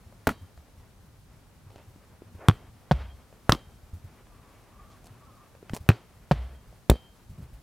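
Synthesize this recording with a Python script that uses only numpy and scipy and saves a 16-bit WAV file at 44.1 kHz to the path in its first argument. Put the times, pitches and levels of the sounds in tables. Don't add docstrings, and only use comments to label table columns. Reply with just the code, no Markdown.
import sys
import numpy as np
from scipy import signal
from scipy.fft import rfft, irfft
from scipy.io import wavfile

SR = 44100
rng = np.random.default_rng(int(sys.argv[2]) if len(sys.argv) > 2 else 0)


def natural_amplitude(level_db):
    exponent = np.asarray(level_db, float) / 20
    return 10 ** exponent


def wrap_up_sound(samples):
    columns = np.atleast_2d(samples).T
    tamed = np.clip(columns, -1, 1)
    steps = np.round(tamed * 32767).astype(np.int16)
    wavfile.write(sys.argv[1], SR, steps)


N = 336042
TIME = np.arange(N) / SR

# (time [s], level [dB])
BUSTLE = [(0.0, -62), (0.21, -62.5), (1.21, -65), (1.66, -64.5), (1.87, -61.5), (2.25, -63.5), (2.57, -59),
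          (2.72, -63.5), (3.46, -61), (3.63, -63), (3.88, -62.5), (5.37, -60.5), (5.58, -62), (5.88, -61.5),
          (5.98, -62.5), (7.62, -63)]
# (frequency [Hz], density [dB per Hz])
RUMBLE_COLOUR = [(13, -36), (22, -13.5), (43, 0.5), (76, -3), (108, 0), (135, -6), (241, -10), (300, -13)]
# (frequency [Hz], density [dB per Hz])
TRAFFIC_COLOUR = [(241, -9.5), (300, -12.5), (596, -14.5), (1180, -18), (1840, -23), (7470, -30.5),
                  (9570, -30.5), (15700, -32.5)]
# (frequency [Hz], density [dB per Hz])
WIDTH_COLOUR = [(13, -38.5), (22, 4), (53, 5), (76, -6.5), (140, -5.5), (263, -8.5), (585, -14),
                (16000, -28.5)]
# (time [s], length [s], level [dB], pitch [Hz])
BIRD_CALLS = [
    (4.269, 0.36, -65.5, 1092),
    (4.693, .31, -59, 1150),
    (5.156, 0.34, -60, 1185),
    (5.5, 0.096, -63, 1184),
]
# (time [s], peak [dB], thud [Hz])
FOOTFALLS = [(0.062, -45.5, 88.9), (0.414, -38, 91), (0.571, -46, 69.6), (0.776, -44, 84), (1.664, -48, 99),
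             (1.759, -50, 90), (1.881, -41, 83), (2.345, -41, 88.3), (2.532, -41, 70), (3.83, -47, 68),
             (3.933, -35.5, 84.6), (4.039, -40.5, 90), (5.1, -47, 99), (5.25, -51.5, 112),
             (5.703, -32.5, 107.5), (5.801, -37.5, 83.5), (6.67, -44, 60), (7.295, -36.5, 93),
             (7.379, -36.5, 150), (7.42, -38.5, 69.7), (7.529, -40.5, 55.2)]
# (time [s], peak [dB], knock [Hz], tick [dB])
TOUCHDOWNS = [(.125, -44, 600, -53), (.576, -45, 686, -50), (1.96, -38, 250, -60), (2.22, -32, 364, -72),
              (2.351, -37.5, 250, -80), (2.393, -40, 500, -61), (3.327, -42, 600, -54),
              (4.269, -50, 600, -55), (5.551, -43, 520, -52), (5.628, -33.5, 395, -58),
              (5.6957, -58, 1200, -34.5), (5.7347, -14.5, 202, -33), (5.769, -54, 500, -44),
              (5.864, -44, 600, -60), (6.727, -46.5, 600, -53), (6.966, -46, 600, -49),
              (7.38, -51, 250, -58)]
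# (time [s], length [s], level [dB], top [Hz])
RUSTLES = [
    (1.7, .12, -61, 4000),
    (4.9, .04, -61.5, 7000),
    (5.04, .04, -63, 12000),
    (5.29, .04, -66, 4000),
    (5.7345, .04, -46.5, 16000),
]
# (frequency [Hz], density [dB per Hz])
RUB_COLOUR = [(180, -16), (300, -5.5), (994, -14), (1140, -26.5), (6200, -23), (14200, -27.5),
              (16000, -30.5)]
# (frequency [Hz], density [dB per Hz])
SCATTER_COLOUR = [(150, 7), (500, 6.5), (1200, -0.5), (3000, -7), (5000, -15.5), (8000, -23.5),
                  (15000, -36.5)]
# (frequency [Hz], density [dB per Hz])
CRACK_COLOUR = [(500, -4), (1500, 5), (3500, -4.5), (6000, -10.5), (9000, -9.5), (12500, -10.5),
                (15500, -13)]
# (frequency [Hz], level [dB])
PANEL_MODES = [(54, -7), (66, 8), (92, -10)]
# (frequency [Hz], density [dB per Hz])
LOOSE_PANEL = [(30, -31), (60, 5), (110, -16), (260, -30.0), (900, -85.0)]
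# (time [s], palm rub [dB], scatter [dB])
BLOW_TRAILS = [
    (.273, -54, -38),
    (.3, -46.5, -41.5),
    (2.486, -50, -33),
    (2.913, -69, -34.5),
    (3.494, -41.5, -36),
    (3.524, -42, -33),
    (5.89, -52, -28),
    (6.311, -54, -32.5),
    (6.9, -41.5, -35),
]
# (start [s], spot)
BALL_SPOTS = [
    (0, "chest"),
    (2, "overhead"),
    (2.8, "wall"),
    (3.3, "chest"),
    (5.8, "overhead"),
    (6.2, "wall"),
    (6.7, "reach"),
]
# (ground delay [ms], ground [dB], wall delay [ms], wall [dB], ground echo top [Hz])
OVERHEAD_PATHS = (12.3, -7, 26, -19, 1500)
WALL_PATHS = (5.4, -2, 15.5, -24, 2200)
CHEST_PATHS = (9, -14, 27, -20.5, 1501)
REACH_PATHS = (17.5, -6, 57.5, -28.5, 504.5)
# (frequency [Hz], T60 [s], level [dB])
AIR_MODES = [(1120, 0.15, 0), (3152, 0.55, 0), (3872, 0.33, -2), (4150, 0.22, 0), (4568, .3, 0)]
# (time [s], lowest mode [dB], second mode [dB], upper modes [dB])
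GRIP_RINGS = [
    (.3, -45, -60, -57),
    (2.485, -59, -60, -61),
    (2.913, -62, -66, -72),
    (3.522, -55, -52, -55),
    (5.889, -65, -58, -61),
    (6.315, -60, -68, -72),
    (6.899, -58, -47, -55),
]
# (time [s], strength [dB], palm [Hz], fingers [Hz], fingers over palm [dB])
SERVE_BLOWS = [
    (2.4847, 0, 1250, 3400, -2),
    (5.8894, 0, 1450, 2500, 3),
]
# (level [dB], T60 [ms], crack [dB])
SERVE_CONTACTS = [
    (-8, 3.8, -10),
    (0, 2.5, -19),
    (-10, 6.7, -29.5),
    (-14, 5.6, -27.5),
]
SERVE_DELAYS = (0, .9, .4, 3.4)
# (delay [ms], level [dB], frequency [Hz], T60 [s])
SERVE_THUMP = (1.1, -1, 115, .088)
# (time [s], strength [dB], skin [Hz])
WALL_BLOWS = [
    (2.9119, 0, 730),
    (6.3119, 0, 650),
]
# (delay [ms], level [dB], multiple of skin
# frequency, T60 [ms], crack [dB])
WALL_CONTACTS = [
    (0, -4, .95, 5.5, -39),
    (.6, -18, 1.9, 11, -43),
    (.2, -22, 4.7, 6, -46),
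    (5.4, -15, 6, 1.6, -30),
]
# (delay [ms], level [dB], frequency [Hz], T60 [s])
WALL_THUMP = (1.5, -10, 134, 0.06)
# (time [s], level [dB], slap [Hz], T60 [ms])
HAND_SLAPS = [(0.2703, -7, 1500, 5.8), (0.2718, -12, 466, 15), (.2734, -8, 720, 5.5), (.278, -25, 647, 9.9),
              (0.288, -20.5, 500, 11), (0.2909, -14.5, 1450, 6.4), (.293, -16.5, 1330, 8.7),
              (3.4935, -2.5, 600, 5), (3.4949, -3, 1301, 8), (3.5201, -9.5, 1100, 6),
              (3.5221, -2, 3670, 3.3), (3.5218, -7, 5324, 3.4), (3.5222, -14, 2400, 4.6),
              (3.524, -19.5, 1200, 23), (3.548, -31, 1160, 15), (6.8975, 2.5, 467, 5),
              (6.8979, -15, 3460, 7.8), (6.9028, -9, 440, 6.8), (6.94, -28.5, 437, 15)]
# (time [s], level [dB], T60 [ms], lowest [Hz])
HAND_CRACKS = [(0.2704, -19.5, 26, 400), (0.2743, -21, 11, 397), (0.2902, -27.5, 30, 400),
               (3.495, -14, 8.4, 403), (3.5, -26.5, 8, 400), (3.521, -18.5, 8, 400.5),
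               (3.5221, -23, 10, 400), (6.8978, -18, 5.2, 1510), (6.8996, -12.5, 9.7, 2600)]
# (time [s], level [dB], shell [Hz], T60 [s])
HAND_THUMPS = [(.2725, -19, 150, 0.087), (.272, -17.5, 64, 0.089), (.2766, -12, 268, 0.038),
               (.2986, -21, 262, 0.023), (.309, -21, 220, 0.026), (3.494, -7, 100.4, 0.039),
               (3.494, -16.5, 53.6, 0.16), (3.523, -15, 150, 0.06), (3.525, -15.5, 291, 0.041),
               (3.551, -19, 250, 0.012), (6.8988, -4.5, 59, 0.076), (6.9021, -22.5, 227, 0.078)]


def shaped(points, length, low_hz=20, high_hz=20000):
    hz = np.maximum(np.arange(length // 2 + 1) * SR / length, 1)
    point_hz, point_db = np.transpose(points)
    gain = natural_amplitude(np.interp(np.log(hz), np.log(point_hz), point_db))
    gain = gain / np.sqrt((1 + (low_hz / hz) ** 8) * (1 + (hz / high_hz) ** 8))
    noise = irfft(rfft(rng.standard_normal(length)) * gain, length)
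    return noise / np.sqrt(np.mean(noise ** 2))


def drift(rate_hz):
    values = rng.standard_normal(int(N / SR * 60) + 2)
    return np.interp(TIME * np.clip(rate_hz, .1, 55), np.arange(len(values)), values)


def fade(t60, length=8192, rise=1e-4):
    t = np.arange(length) / SR
    return t, (1 - np.exp(-t / rise)) * natural_amplitude(-60 * t / t60)


def bump(t, peak_s, power):
    return (t / peak_s) ** power * np.exp(power - power * t / peak_s)


def add(out, s, sound):
    i = round(s * SR)
    out[i:i + len(sound)] += sound[:N - i]


def surroundings():
    traffic_db = np.interp(TIME, *np.transpose(BUSTLE))
    swing_db = traffic_db - traffic_db.mean()
    rumble_db = -57 - .2 * swing_db + 2.2 * drift(18)
    rumble = natural_amplitude(rumble_db) * shaped(RUMBLE_COLOUR, N, high_hz=250)
    traffic = natural_amplitude(traffic_db + 1.8 * drift(25)) * shaped(TRAFFIC_COLOUR, N, low_hz=250, high_hz=2850)
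    hiss_db = -69 + .3 * swing_db + .7 * drift(30)
    hiss = natural_amplitude(hiss_db) * shaped(TRAFFIC_COLOUR, N, low_hz=3255, high_hz=15400)
    return rumble + traffic + hiss


def bird():
    rise_hz_per_s, edge_s = 60.5, .05
    out = np.zeros(N)
    for s, length, level_db, hz in BIRD_CALLS:
        edge = np.clip(np.minimum(TIME - s, s + length - TIME) / edge_s, 0, 1)
        climbing_hz = hz + rise_hz_per_s * np.clip(TIME - s, 0, length)
        for detune in (.95, 1, 1.06):
            pitch = climbing_hz * (detune + .045 * drift(40))
            tone = np.sin(2 * np.pi * np.cumsum(pitch) / SR)
            out += natural_amplitude(level_db - 2.5) * edge * drift(55) * tone
    return out


def footfalls():
    out = np.zeros(N)
    for s, level_db, hz in FOOTFALLS:
        t, thud = fade(0.17, rise=0.0046)
        lumps = shaped([(hz / 2, -10), (hz, 0), (hz * 2, -14), (hz * 8, -50)], 8192)
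        add(out, s, natural_amplitude(level_db + 2.5) * thud * (np.sin(2 * np.pi * hz * t) + 0.76 * lumps))
    return out


def touchdowns():
    out = np.zeros(N)
    for s, level_db, hz, tick_db in TOUCHDOWNS:
        t, knock = fade(0.017, rise=0.00017)
        tick = fade(0.017)[1] * shaped(SCATTER_COLOUR, 8192, low_hz=600)
        add(out, s, -natural_amplitude(level_db) * knock * np.sin(2 * np.pi * hz * t) + natural_amplitude(tick_db) * tick)
    return out


def rub_stroke(rise_s, length_s):
    t = np.arange(8192) / SR
    return np.clip(t / rise_s, 0, 1) / (1 + (t / length_s) ** 8)


def scuffs():
    out = np.zeros(N)
    for s, length, level_db, top_hz in RUSTLES:
        grain = natural_amplitude(5.4 * np.repeat(rng.standard_normal(128), 64))
        rub = grain * shaped(RUB_COLOUR, 8192, low_hz=300, high_hz=top_hz)
        add(out, s, natural_amplitude(level_db) * rub_stroke(.003, length) * rub)
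    grass = shaped(SCATTER_COLOUR, 8192, low_hz=355, high_hz=2090)
    add(out, 2.385, natural_amplitude(-48) * rub_stroke(0.032, .1) * grass)
    return out


def scatter():
    out = np.zeros(N)
    for s, _, scatter_db in BLOW_TRAILS:
        short_tail = fade(0.054, length=16384, rise=.004)[1]
        long_tail = natural_amplitude(-21.5) * fade(0.36, length=16384, rise=.02)[1]
        noise = shaped(SCATTER_COLOUR, 16384, low_hz=150)
        add(out, s, natural_amplitude(scatter_db + 10.5) * (short_tail + long_tail) * noise)
    return out


def wall():
    boom_db, wash_db, late_db, late_hz = -36.5, -51, -66.5, 3210
    out = np.zeros(N)
    for s, force_db, _ in WALL_BLOWS:
        t, decay = fade(0.8, length=16384, rise=0.0053)
        panel = sum(natural_amplitude(mode_db) * np.sin(2 * np.pi * hz * t) for hz, mode_db in PANEL_MODES)
        boom = decay / (1 + (t / 0.28) ** 6) * (panel + 2.1 * shaped(LOOSE_PANEL, 16384))
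        bloom = bump(t, .07, 2) * natural_amplitude(2.5 * drift(55)[:16384])
        wash = bloom * shaped(SCATTER_COLOUR, 16384, low_hz=500, high_hz=5600)
        swell = bump(t, .13, 3) * natural_amplitude(5 * drift(45)[:16384])
        late = swell * np.sin(2 * np.pi * late_hz * t)
        add(out, s, natural_amplitude(force_db) * (natural_amplitude(boom_db) * boom + natural_amplitude(wash_db) * wash + natural_amplitude(late_db) * late))
    return out


def echoes(ball):
    far_ms, far_db = 69, -27
    spots = {"chest": CHEST_PATHS, "overhead": OVERHEAD_PATHS, "wall": WALL_PATHS, "reach": REACH_PATHS}
    starts = [round(s * SR) for s, _ in BALL_SPOTS] + [N]
    near_smear = fade(0.003, length=256)[1] / 6
    rough_wall = shaped(CRACK_COLOUR, 256, low_hz=296.7) * near_smear
    far_smear = fade(0.0077, length=1024, rise=0.0023)[1] / 12
    far_wall = shaped(CRACK_COLOUR, 1024, low_hz=1200, high_hz=8000) * far_smear
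    out = ball.copy()
    for (s, spot), a, b in zip(BALL_SPOTS, starts, starts[1:]):
        ground_ms, ground_db, wall_ms, wall_db, top_hz = spots[spot]
        part = ball[a:b]
        dull = signal.sosfilt(signal.butter(1, top_hz, fs=SR, output="sos"), part)
        add(out, s + ground_ms / 1000, natural_amplitude(ground_db) * dull)
        add(out, s + wall_ms / 1000, natural_amplitude(wall_db) * signal.fftconvolve(part, rough_wall))
        add(out, s + far_ms / 1000, natural_amplitude(far_db) * signal.fftconvolve(part, far_wall))
    return out


def air_rings():
    out = np.zeros(N)
    for s, low_db, second_db, upper_db in GRIP_RINGS:
        grips_db = [low_db, second_db] + [upper_db] * 3
        for (hz, t60, mode_db), grip_db in zip(AIR_MODES, grips_db):
            t, ring = fade(t60, length=16384, rise=0.012)
            waver = natural_amplitude(3.5 * drift(30)[:16384])
            add(out, s, natural_amplitude(mode_db + grip_db) * ring * waver * np.sin(2 * np.pi * hz * t))
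    return out


def palm_rubs():
    out = np.zeros(N)
    for s, rub_db, _ in BLOW_TRAILS:
        rub = fade(0.11, length=16384, rise=0.0029)[1] * shaped(RUB_COLOUR, 16384, low_hz=2500)
        add(out, s, natural_amplitude(rub_db) * rub)
    return out


def thumps():
    out, blows = np.zeros(N), list(HAND_THUMPS)
    for hits, (ms, level_db, hz, t60) in ((SERVE_BLOWS, SERVE_THUMP), (WALL_BLOWS, WALL_THUMP)):
        blows += [(s + ms / 1000, level_db + force_db, hz, t60) for s, force_db, *_ in hits]
    for s, level_db, hz, t60 in blows:
        t, body = fade(t60, length=16384, rise=0.00073)
        add(out, s, natural_amplitude(level_db) * body * np.cos(2 * np.pi * hz * (t - .0012)))
    return out


def slap(hz, t60_ms):
    t, ring = fade(t60_ms / 1000, length=2048)
    return -natural_amplitude(2) * ring * np.sin(2 * np.pi * hz * t)


def crack(t60_ms, low_hz=400):
    return shaped(CRACK_COLOUR, 2048, low_hz=low_hz) * fade(t60_ms / 1000, length=2048)[1]


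def catches():
    out = np.zeros(N)
    for s, level_db, hz, t60_ms in HAND_SLAPS:
        add(out, s, natural_amplitude(level_db) * slap(hz, t60_ms))
    for s, level_db, t60_ms, low_hz in HAND_CRACKS:
        add(out, s, natural_amplitude(level_db) * crack(t60_ms, low_hz))
    return out


def wall_slaps():
    out = np.zeros(N)
    for s, force_db, hz in WALL_BLOWS:
        for ms, level_db, multiple, t60_ms, crack_db in WALL_CONTACTS:
            skin = natural_amplitude(level_db) * slap(multiple * hz, t60_ms) + natural_amplitude(crack_db) * crack(6.4)
            add(out, s + ms / 1000, natural_amplitude(force_db) * skin)
    return out


def serves():
    heel_hz, let_go_hz, crack_ms = 950, 780, 4.35
    out = np.zeros(N)
    for s, force_db, palm_hz, fingers_hz, lean_db in SERVE_BLOWS:
        parts = [(heel_hz, 0), (palm_hz, -lean_db), (fingers_hz, lean_db), (let_go_hz, 0)]
        for ms, contact, (hz, shift_db) in zip(SERVE_DELAYS, SERVE_CONTACTS, parts):
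            level_db, t60_ms, crack_db = contact
            skin = natural_amplitude(level_db + shift_db) * slap(hz, t60_ms) + natural_amplitude(crack_db) * crack(crack_ms)
            add(out, s + ms / 1000, natural_amplitude(force_db) * skin)
    return out


def scene():
    around = surroundings() * natural_amplitude([[.4], [-.4]]) + bird()
    spread = natural_amplitude(-65.5) * shaped(WIDTH_COLOUR, N) * [[1], [-1]]
    feet = footfalls() + touchdowns() + scuffs()
    ball = air_rings() + palm_rubs() + thumps() + catches() + wall_slaps() + serves()
    player = echoes(ball) + scatter() + wall() + feet
    return player + around + spread


def band_limit(x):
    return signal.sosfilt(signal.butter(12, 16970, fs=SR, output="sos"), x)


def record(dry):
    rounded = 1.452 * np.tanh(dry / 1.363)
    top_cut = signal.cheby2(10, 60, 17200, fs=SR, output="sos")
    return band_limit(signal.sosfilt(top_cut, rounded))


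dry = scene()
out = record(dry)
wrap_up_sound(out)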